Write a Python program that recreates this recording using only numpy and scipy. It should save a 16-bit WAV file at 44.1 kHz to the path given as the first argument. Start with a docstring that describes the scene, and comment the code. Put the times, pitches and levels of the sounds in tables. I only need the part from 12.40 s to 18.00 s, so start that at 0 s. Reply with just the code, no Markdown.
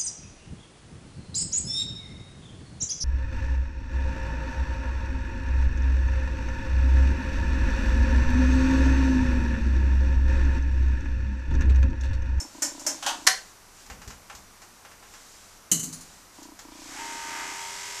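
"""Small, hard-walled room where a dog is groomed on a table. A metal guard is fiddled onto the clippers and
snaps home; a steel comb strokes the coat and drops on the table; then the clippers spin up and run.
Struck bodies are contact bursts through body spectra plus dying sines; the clippers follow motor speed
and cutting load. Close to the microphone a small lens motor ticks in short runs over a steady hiss."""
import sys
import numpy as np
from scipy import signal
from scipy.fft import rfft, irfft
from scipy.io import wavfile
from scipy.ndimage import map_coordinates

SR = 44100
rng = np.random.default_rng(int(sys.argv[2]) if len(sys.argv) > 2 else 0)


def persist_wave(psi):
    """Save psi, clipped to +-1, as 16-bit WAV."""
    counts = np.round(np.clip(psi, -1, 1) * 32767).astype(np.int16)
    wavfile.write(sys.argv[1], SR, np.atleast_2d(counts).T)


N = 246959


def from_db(db):
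    """Decibels to amplitude."""
    return 10 ** (np.asarray(db) / 20)


def rms_one(x):
    """Scale to rms 1."""
    return x / np.sqrt(np.mean(x ** 2) + 1e-20)


def energy_one(x):
    """Scale to energy 1."""
    return x / np.sqrt(np.sum(x ** 2) + 1e-20)


def seconds(size):
    """Time axis."""
    return np.arange(size) / SR


def at_hz(points, hz):
    """Read a table on a log-frequency axis."""
    f, value = np.transpose(points)
    return np.interp(np.log(hz + 1e-6), np.log(f), value)


def along_time(points):
    """Read a table of (s, value) at every sample."""
    return np.interp(seconds(N), *np.transpose(points))


def through(x, response):
    """Pass a signal through an impulse response."""
    return signal.fftconvolve(x, response)[:N]


def colour(spectrum, size=4096):
    """Causal (minimum-phase) response of the given spectrum, by folding its cepstrum."""
    log_gain = np.log(from_db(at_hz(spectrum, np.fft.rfftfreq(size, 1 / SR))))
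    cepstrum = irfft(log_gain)
    cepstrum[1:size // 2] *= 2
    cepstrum[size // 2 + 1:] = 0
    return energy_one(irfft(np.exp(rfft(cepstrum))))


def noise(spectrum):
    """Coloured noise of rms about 1."""
    return through(rng.standard_normal(N), colour(spectrum))


def drift(rate):
    """Smooth random curve through `rate` new values a second, each of spread 1."""
    return map_coordinates(rng.standard_normal(1024), [seconds(N) * rate], order=3, mode="grid-wrap")


def ringing(modes):
    """Response of a struck body: a sum of dying sines of alternating sign."""
    t = seconds(SR // 2)
    total = 0
    for k, (hz, db, t60) in enumerate(modes):
        decay = from_db(db - 60 * t / t60)
        total = total + (-1) ** k * decay * np.sin(2 * np.pi * hz * t)
    return energy_one(total)


def struck(times, levels_db, modes):
    """Clean blows on a ringing body."""
    clicks = np.zeros(N)
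    at = np.clip(np.round(times * SR).astype(int), 0, N - 1)
    clicks[at] = from_db(levels_db)
    return through(clicks, ringing(modes))


def contacts(times, levels_db, grind, grind_s):
    """Each contact is a sharp click, then a brief grinding of the surfaces that swells and dies."""
    out, t = np.zeros(N + SR), seconds(SR // 10)
    for s, db in zip(times, levels_db):
        touch = grind * energy_one(rng.standard_normal(len(t)) * np.sqrt(t) * np.exp(-t / grind_s))
        touch[0] += 1
        # a hard contact excites all frequencies equally: the colour comes from the body
        phase = np.angle(rfft(touch, 2 * len(t)))
        touch = irfft(np.exp(1j * phase))[:len(t)]
        at = max(round(s * SR), 0)
        out[at:at + len(t)] += from_db(db) * energy_one(touch)
    return out[:N]


def room(gap_s, tail_db):
    """Direct sound, then, after a short gap, a diffuse tail that dies by band."""
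    # Reverberation. Each row: frequency in Hz, T60 in s.
    room_t60 = [(150, 0.65), (1000, 0.3), (5000, 0.27), (13000, 0.24)]
    t = seconds(SR // 2)
    edges_hz, tail = np.geomspace(60, 18000, 10), 0
    for low, high in zip(edges_hz, edges_hz[1:]):
        band_filter = signal.butter(2, [low, high], "band", fs=SR, output="sos")
        band = signal.sosfilt(band_filter, rng.standard_normal(len(t)))
        t60 = at_hz(room_t60, np.sqrt(low * high))
        tail = tail + band * from_db(-60 * t / t60)
    response = from_db(tail_db) * energy_one(tail * (t > gap_s))
    response[0] += 1
    return energy_one(response)


def background():
    """Steady hiss, coloured from noise, with faint appliance tones as sines."""
    # Hiss spectrum. Each row: frequency in Hz, relative level in dB.
    hiss_spectrum = [(12, -9), (20, 6.5), (102, -9), (154, -11), (192, -3), (252, -9), (274, -5.5),
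                     (382, -8), (489, -9), (531, -9.5), (922, -6), (1180, -6.5), (3370, -16), (6000, -11.5),
                     (14500, -21.5)]
    # Appliance tones. Each row: frequency in Hz, rms level in dB.
    whines = [(97, -69.5), (5841, -69.5)]
    hiss_db = -52
    t = seconds(N)
    tones = sum(from_db(db) * np.sqrt(2) * np.sin(2 * np.pi * hz * t) for hz, db in whines)
    return from_db(hiss_db) * noise(hiss_spectrum) + tones


def lens_motor():
    """Nearly evenly spaced motor steps, each a soft tick that rings the lens body."""
    # Motor runs. Each row: start in s, end in s, mean tick level in dB.
    runs = [(0.016, 0.06, -16.5), (0.149, 0.56, -16.5), (0.651, 0.86, -18.5), (3.986, 4.13, -18.5),
            (4.253, 4.76, -18.5), (4.851, 5.13, -20)]
    # Lens body modes. Each row: frequency in Hz, relative level in dB, T60 in s.
    body_modes = [(277.4, 4, 0.047), (326, 2.5, 0.055), (615, -4.5, 0.023), (975, -1, 0.039)]
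    steps_per_s = 30
    steps = [(s, db) for start, end, db in runs for s in np.arange(start, end, 1 / steps_per_s)]
    s, db = np.transpose(steps)
    jittered_s = s + rng.normal(0, 0.0014, len(s))
    jittered_db = db + rng.normal(0, 0.11, len(s))
    return struck(jittered_s, jittered_db, body_modes)


def table_rumble():
    """Arms and tools bump the table: low noise that rises fast and settles."""
    # Bumps. Each row: start in s, relative level in dB.
    bumps = [(1.485, -49), (1.56, -51), (1.66, -47), (1.93, -55)]
    # Rumble spectrum. Each row: frequency in Hz, relative level in dB.
    rumble_spectrum = [(15, -50), (25, -4), (65, 1.5), (130, -8), (270, -10.5), (340, -30), (400, -13),
                       (520, -20), (880, -120)]
    attack_s, t60_s, gain_db = 0.014, 0.51, 4
    t, power = seconds(N), 0
    for s, db in bumps:
        attack = np.clip((t - s) / attack_s, 0, 1)
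        decay = from_db(db - 60 * np.maximum(t - s - attack_s, 0) / t60_s)
        power = power + attack ** 2 * decay ** 2
    return from_db(gain_db) * np.sqrt(power) * noise(rumble_spectrum)


def coat():
    """Hands and comb stroke the coat; at 3.52 s, the wash of the dropped comb's clatter dying away."""
    # Swells of soft noise. Each row: start in s, length in s, level at the top of the arch in dB.
    swells = [(0, 1.17, -48), (1.34, 0.14, -53.5), (2.62, 0.59, -53.5), (3.52, 0.35, -54.5),
              (3.92, 0.15, -54)]
    # Soft noise spectrum. Each row: frequency in Hz, relative level in dB.
    soft_spectrum = [(350, -34), (600, -6), (845, -9), (1530, -4), (1720, -7.5), (2920, -4.5), (5070, -1),
                     (7340, 2), (14000, -28)]
    arch_exponent = 0.55   # smaller is flatter
    t, envelope = seconds(N), 0
    for s, length, db in swells:
        arch = np.abs(np.sin(np.pi * np.clip((t - s) / length, 0, 1)))
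        envelope = envelope + from_db(db) * arch ** arch_exponent
    return envelope * noise(soft_spectrum)


def knocks():
    """Light knocks of tools, hands and the switch, each with its share of hollow body and bright tick."""
    # Knocks. Each row: start in s, hollow knock level in dB, bright tick level in dB.
    hits = [(1.463, -26, -22.5), (1.5, -12, -17.5), (1.617, -17, -21.5), (1.677, -19.5, -15),
            (1.705, -16.5, -18.5), (1.899, -12, -22), (1.95, -24, -16), (2.219, -21, -21.5),
            (2.45, -18, -30), (2.515, -22, -27), (2.627, -21, -37), (2.738, -19.5, -20), (4.03, -37, -17.5),
            (4.191, -18, -15.5)]
    # Hollow body spectrum. Each row: frequency in Hz, relative level in dB.
    hollow_spectrum = [(150, -27), (250, -18), (664, -2), (735, 1), (1420, 1.5), (1710, -1), (2400, -3),
                       (3700, -10.5), (7140, -15), (14000, -35)]
    # Bright tick spectrum. 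Each row: frequency in Hz, relative level in dB.
    tick_spectrum = [(1000, -43), (3000, -6.5), (4300, -1), (7300, 5), (9000, -13), (14000, -11)]
    s, knock_db, tick_db = np.transpose(hits)
    hollow = through(contacts(s, knock_db, grind=1.76, grind_s=0.0036), colour(hollow_spectrum))
    bright = through(contacts(s, tick_db, grind=2.2, grind_s=0.0032), colour(tick_spectrum))
    return through(hollow + bright, room(gap_s=0.0031, tail_db=0.5))


def housing():
    """The guard is pushed along the plastic housing with dull, hollow clacks."""
    # Clacks. Each row: start in s, level in dB.
    hits = [(0.626, -3), (0.663, 6.5), (0.678, -4), (0.694, -6)]
    # Plastic spectrum. Each row: frequency in Hz, relative level in dB.
    plastic_spectrum = [(180, -35), (300, -16), (465, -16), (565, -4), (623, -7), (904, 5.5), (1170, -3.5),
                        (1790, -1), (2100, -11.5), (3100, 0), (4020, -6.5), (6340, -4), (12700, -21.5),
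                        (14500, -28)]
    # Housing modes. Each row: frequency in Hz, relative level in dB, T60 in s.
    plastic_modes = [(729, -1, 0.062), (820, -3, 0.12), (907, 5, 0.096), (1030, 8, .1), (1250, 4, 0.14),
                     (1440, 8, 0.16), (3170, -17, 0.17)]
    s, db = np.transpose(hits)
    clacks = through(contacts(s, db, grind=3.8, grind_s=0.0048), colour(plastic_spectrum))
    ring = from_db(-6.0) * struck(s, db, plastic_modes)
    return through(clacks + ring, room(gap_s=0.0033, tail_db=2.5))


def guard():
    """The guard's metal teeth tap the blade and ring; the hands shield the direct sound of the taps."""
    # Taps on the blade. Each row: start in s, tap level in dB, ring level of the teeth in dB.
    hits = [(0.001, -7, -5), (0.221, 6, -15), (0.2245, 1.5, -0.5), (0.395, -10.5, -19), (0.415, -34, -26),
            (0.465, 6, -0.5), (0.469, 0, -22)]
    # Tap spectrum. 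Each row: frequency in Hz, relative level in dB.
    tap_spectrum = [(180, -42), (300, 0), (389, -26.5), (584, -1.5), (675, -9.5), (744, -3), (1030, -6.5),
                    (1130, -16), (1470, -7), (3770, -21), (5570, 0.5), (7100, 1), (9510, -13),
                    (13400, -18.5), (14500, -43)]
    # Tooth modes. Each row: frequency in Hz, relative level in dB, T60 in s.
    tooth_modes = [(5220, -5, .14), (5370, -1, .2), (5425, 0, .24), (5510, -7, .14), (6428, -10, .12),
                   (6993, -12, .13), (8430, -7, .14)]
    s, tap_db, ring_db = np.transpose(hits)
    taps = through(contacts(s, tap_db, grind=3.8, grind_s=0.0037), colour(tap_spectrum))
    # tail above direct sound for the taps; the ring stays dry
    return through(taps, room(gap_s=0.0027, tail_db=3)) + struck(s, ring_db, tooth_modes)


def latch():
    """The spring latch slips, snaps home and rebounds, setting the clipper head ringing."""
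    # Latch contacts. Each row: start in s, level in dB.
    hits = [(0.8676, 5), (0.8704, 10.5), (0.8742, 15), (0.8842, 3)]
    # Snap spectrum. Each row: frequency in Hz, relative level in dB.
    snap_spectrum = [(120, -61), (200, -31), (499, -17), (727, -7.5), (854, -20), (968, -6), (1310, -9.5),
                     (1720, 0), (2460, -13.5), (2890, -7), (3710, -11), (5710, -2.5), (9100, -14),
                     (10100, -13), (14500, -28)]
    # Clipper head modes. Each row: frequency in Hz, relative level in dB, T60 in s.
    head_modes = [(757, -2, 0.11), (1138, -2, .16), (1440, -5, .13), (1540, 1, 0.13), (1705, -3, 0.2),
                  (1925, 5.5, 0.14), (2000, -12, 0.27), (3500, -13, .16), (4210, 5.5, 0.056),
                  (4330, 3, 0.07), (4700, -9, 0.07)]
    s, db = np.transpose(hits)
    snap = through(contacts(s, db, grind=2.0, grind_s=0.0017), colour(snap_spectrum))
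    ring = from_db(-6.5) * struck(s, db, head_modes)
    return through(snap + ring, room(gap_s=0.0031, tail_db=-6.0))


def comb():
    """The steel comb lands, bounces and rings, its teeth rattle; the table top thuds under it."""
    # Landings. Each row: start in s, steel level in dB, table thud level in dB, tooth rattle level in dB.
    hits = [(3.3154, 12, 0, -20), (3.325, -8, -8, -6), (3.395, -2, -22, -18), (3.429, -6, -8, -20),
            (3.437, -4.5, -18, -11), (3.48, -23.5, -15, -18), (3.527, -13.5, -30, -9),
            (3.607, -24, -28, -16.5)]
    # Steel spectrum. Each row: frequency in Hz, relative level in dB.
    steel_spectrum = [(410, -38), (700, -16), (775, -40), (1050, -20), (1580, -22.5), (2060, -15),
                      (2430, -23), (2930, -9.5), (3550, -23), (4080, -9), (5190, -17), (6360, 4.5),
                      (9420, -8), (13300, -11.5), (14500, -26)]
    # Tooth rattle spectrum. 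Each row: frequency in Hz, relative level in dB.
    rattle_spectrum = [(1000, -12), (3300, -19), (4200, -3.5), (5300, -6.5), (7200, -1), (8200, -9),
                       (9700, -1), (12000, -28), (13700, -9), (14500, -31)]
    # Steel modes. Each row: frequency in Hz, relative level in dB, T60 in s.
    steel_modes = [(4100, -21, .12), (6089, -4, .12), (6218, -3, .15), (7050, 1, .11), (7181, -1, .13),
                   (7623, -7, .13), (8333, -8, .13), (10410, -16, .12)]
    # Bending modes of the spine. Each row: frequency in Hz, relative level in dB, T60 in s.
    spine_modes = [(2910, -5, 0.16), (2940, -0.5, 0.085), (3030, 3, 0.055)]
    # Table top modes. Each row: frequency in Hz, relative level in dB, T60 in s.
    table_modes = [(164.2, 4.5, 0.23), (220, -1.5, 0.12), (255, 5, 0.11), (311, 5.5, 0.031),
                   (386, 2.5, 0.033), (443, 0, 0.046)]
    ring_db, spine_db = -7, -21.5
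    spine_db_per_db = 1.6   # hard landings bend the spine far more than light bounces
    s, steel_db, thud_db, teeth_db = np.transpose(hits)
    clatter = through(contacts(s, steel_db, grind=7.7, grind_s=0.0065), colour(steel_spectrum))
    rattle = through(contacts(s, teeth_db, grind=5.0, grind_s=0.013), colour(rattle_spectrum))
    ring = from_db(ring_db) * struck(s, steel_db, steel_modes)
    bending = struck(s, spine_db + spine_db_per_db * steel_db, spine_modes)
    thud = struck(s, thud_db, table_modes)
    return through(clatter + rattle + ring + bending + thud, room(gap_s=0.0037, tail_db=-4.5))


def cutting_load():
    """The load builds as the blade enters the coat and eases as the hair falls away."""
    # Bites into the coat. Each row: deepest point in s, load from 0 to 1.
    bites = [(4.58, 0.38), (5.0, 0.75)]
    rise_s, release_s = .12, .22
    t, load = seconds(N), 0
    for s, depth in bites:
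        fall = np.where(t < s, ((s - t) / rise_s) ** 2, (t - s) / release_s)
        load = load + depth * np.exp(-fall)
    return load


def hum(turns, hum_gain, case_gain):
    """The drive shakes the case at multiples of the turn rate; one multiple meets a resonance and sings."""
    # Multiples that stand out. Each row: multiple of the turn rate, relative level in dB.
    strong_orders = [(9, -7), (19, -6), (22, 0), (28, -4), (29, -4), (35, -4), (39, -2), (44, -2), (46, -1),
                     (48, 0), (56, -7), (68, -7), (76, -8)]
    # All other multiples. Each row: frequency in Hz, mean relative level in dB.
    weak_orders = [(500, -18), (1100, -10), (1400, -11), (2150, -8), (2600, -14), (3400, -14)]
    full_turns_per_s = 43.8
    case_order, case_hz, case_half_width_hz = 21, 918, 90

    def order(k):
        """Sine of rms 1 at k times the turn rate, with random phase."""
        return np.sqrt(2) * np.sin(2 * np.pi * (k * turns + rng.random()))

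    def wander():
        """A line swells and fades as the clippers move through the room's standing waves."""
        knots_s = np.arange(0, N / SR + 1, .22)
        return np.interp(seconds(N), knots_s, from_db(rng.normal(0, 2.5, len(knots_s))))

    levels_db = {k: at_hz(weak_orders, k * full_turns_per_s) + rng.normal(0, 2) for k in range(13, 77)}
    levels_db.update(strong_orders)
    lines = (from_db(db) * wander() * order(k) for k, db in levels_db.items() if k != case_order)
    stack = rms_one(sum(lines))
    # the singing multiple only takes off once the motor is near full speed
    turns_per_s = np.gradient(turns) * SR
    detuning = (case_order * turns_per_s - case_hz) / case_half_width_hz
    singing = order(case_order) / np.hypot(1, detuning)
    return hum_gain * stack + case_gain * singing


def blade(turns, sharpness, buzz_db, hiss_db, size=1024):
    """The cutter rubs over the same teeth on every turn and hisses, hardest at its two reversals."""
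    # Blade spectrum. Each row: frequency in Hz, relative level in dB.
    blade_spectrum = [(1350, -48), (2300, 3.5), (2600, -5.5), (3080, -4.5), (4160, -5.5), (5450, -1),
                      (7250, -2), (8260, -5), (9350, -13.5), (11600, -15), (13800, -26), (14500, -30)]
    stroke = rms_one(np.exp(sharpness * np.cos(2 * np.pi * 2 * turns)))
    # flat-spectrum random profile, read once per turn
    profile = rms_one(irfft(np.exp(2j * np.pi * rng.random(size // 2 + 1))))
    teeth = map_coordinates(profile, [turns % 1 * size], order=3, mode="grid-wrap")
    rub = stroke * (from_db(buzz_db) * teeth + from_db(hiss_db) * rng.standard_normal(N))
    highpass = signal.butter(4, 2500, "high", fs=SR, output="sos")
    bright = signal.sosfilt(highpass, through(rub, colour(blade_spectrum)))
    return through(bright, room(gap_s=0.0023, tail_db=-6.5))


def clippers():
    """Speed and load drive the motor hum, the case whirr, the blade chatter and the rasp of cut hair."""
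    # Running speed, sagging a little in the coat. Each row: time in s, turns per s before spin-up and wobble.
    running_speed = [(4.62, 43.8), (4.696, 43.9), (5.088, 43.5), (5.366, 44.0), (5.6, 44.2)]
    # Singing multiple of the case. Each row: time in s, level in dB before trim, speed and detuning.
    singing_levels = [(4.55, -47), (4.59, -42), (5.034, -43.5), (5.084, -49), (5.252, -42.5),
                      (5.408, -56.5), (5.6, -51)]
    # Whirr of bearings and air in the case. Each row: frequency in Hz, relative level in dB.
    whirr_spectrum = [(60, -12), (100, -4.5), (250, -13), (480, -4.5), (780, 0.5), (1100, -6.5),
                      (2200, 0.5), (3200, -11), (6000, -24)]
    # Rasp of sheared hair. Each row: frequency in Hz, relative level in dB.
    hair_spectrum = [(400, -30), (750, -3), (1000, -3), (1500, 0), (2200, -3), (3000, -14), (6000, -26)]
    switch_on_s, spin_up_s = 4.185, .418
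    hum_speed_power, blade_speed_power = 6, 1.5   # amplitude grows as these powers of the speed
    hum_db, hum_load_db, singing_trim_db = -47.3, 6, 0.5   # hum at full speed; its gain at load 1
    blade_db, blade_rise_db_per_s = -42, 3   # gain on reaching full speed; slow growth as clippers move
    whirr_db, shearing_db = -50.5, -40.5   # at full speed; at load 1
    t, load = seconds(N), cutting_load()
    spin = np.clip((t - switch_on_s) / spin_up_s, 0, 1)
    wobble = 1 + .0008 * drift(35)
    turns = np.cumsum(spin * along_time(running_speed) * wobble) / SR
    hum_gain = spin ** hum_speed_power * from_db(hum_db + hum_load_db * load)
    case_gain = spin ** hum_speed_power * from_db(singing_trim_db + along_time(singing_levels))
    blade_growth_db = blade_rise_db_per_s * (t - switch_on_s - spin_up_s)
    blade_gain = spin ** blade_speed_power * from_db(blade_db + blade_growth_db)
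    chatter = blade_gain * blade(turns, sharpness=0.19, buzz_db=-0.5, hiss_db=-2.5)
    whirr = spin ** blade_speed_power * from_db(whirr_db) * noise(whirr_spectrum)
    rasp = from_db(shearing_db) * load * noise(hair_spectrum)
    return hum(turns, hum_gain, case_gain) + whirr + chatter + rasp


def scene():
    """One microphone hears the room, its own lens, the tools and the clippers."""
    surroundings = background() + lens_motor() + table_rumble() + coat()
    tools = knocks() + housing() + guard() + latch() + comb()
    return (surroundings + tools + clippers())[None]


def record(dry):
    """Peaks clip just below full scale, then the top is cut steeply."""
    cutoff_hz = 14400
    lowpass = signal.ellip(12, .1, 90, cutoff_hz, fs=SR, output="sos")
    return signal.sosfilt(lowpass, np.clip(dry, -.95, .95))


dry = scene()
out = record(dry)
persist_wave(out)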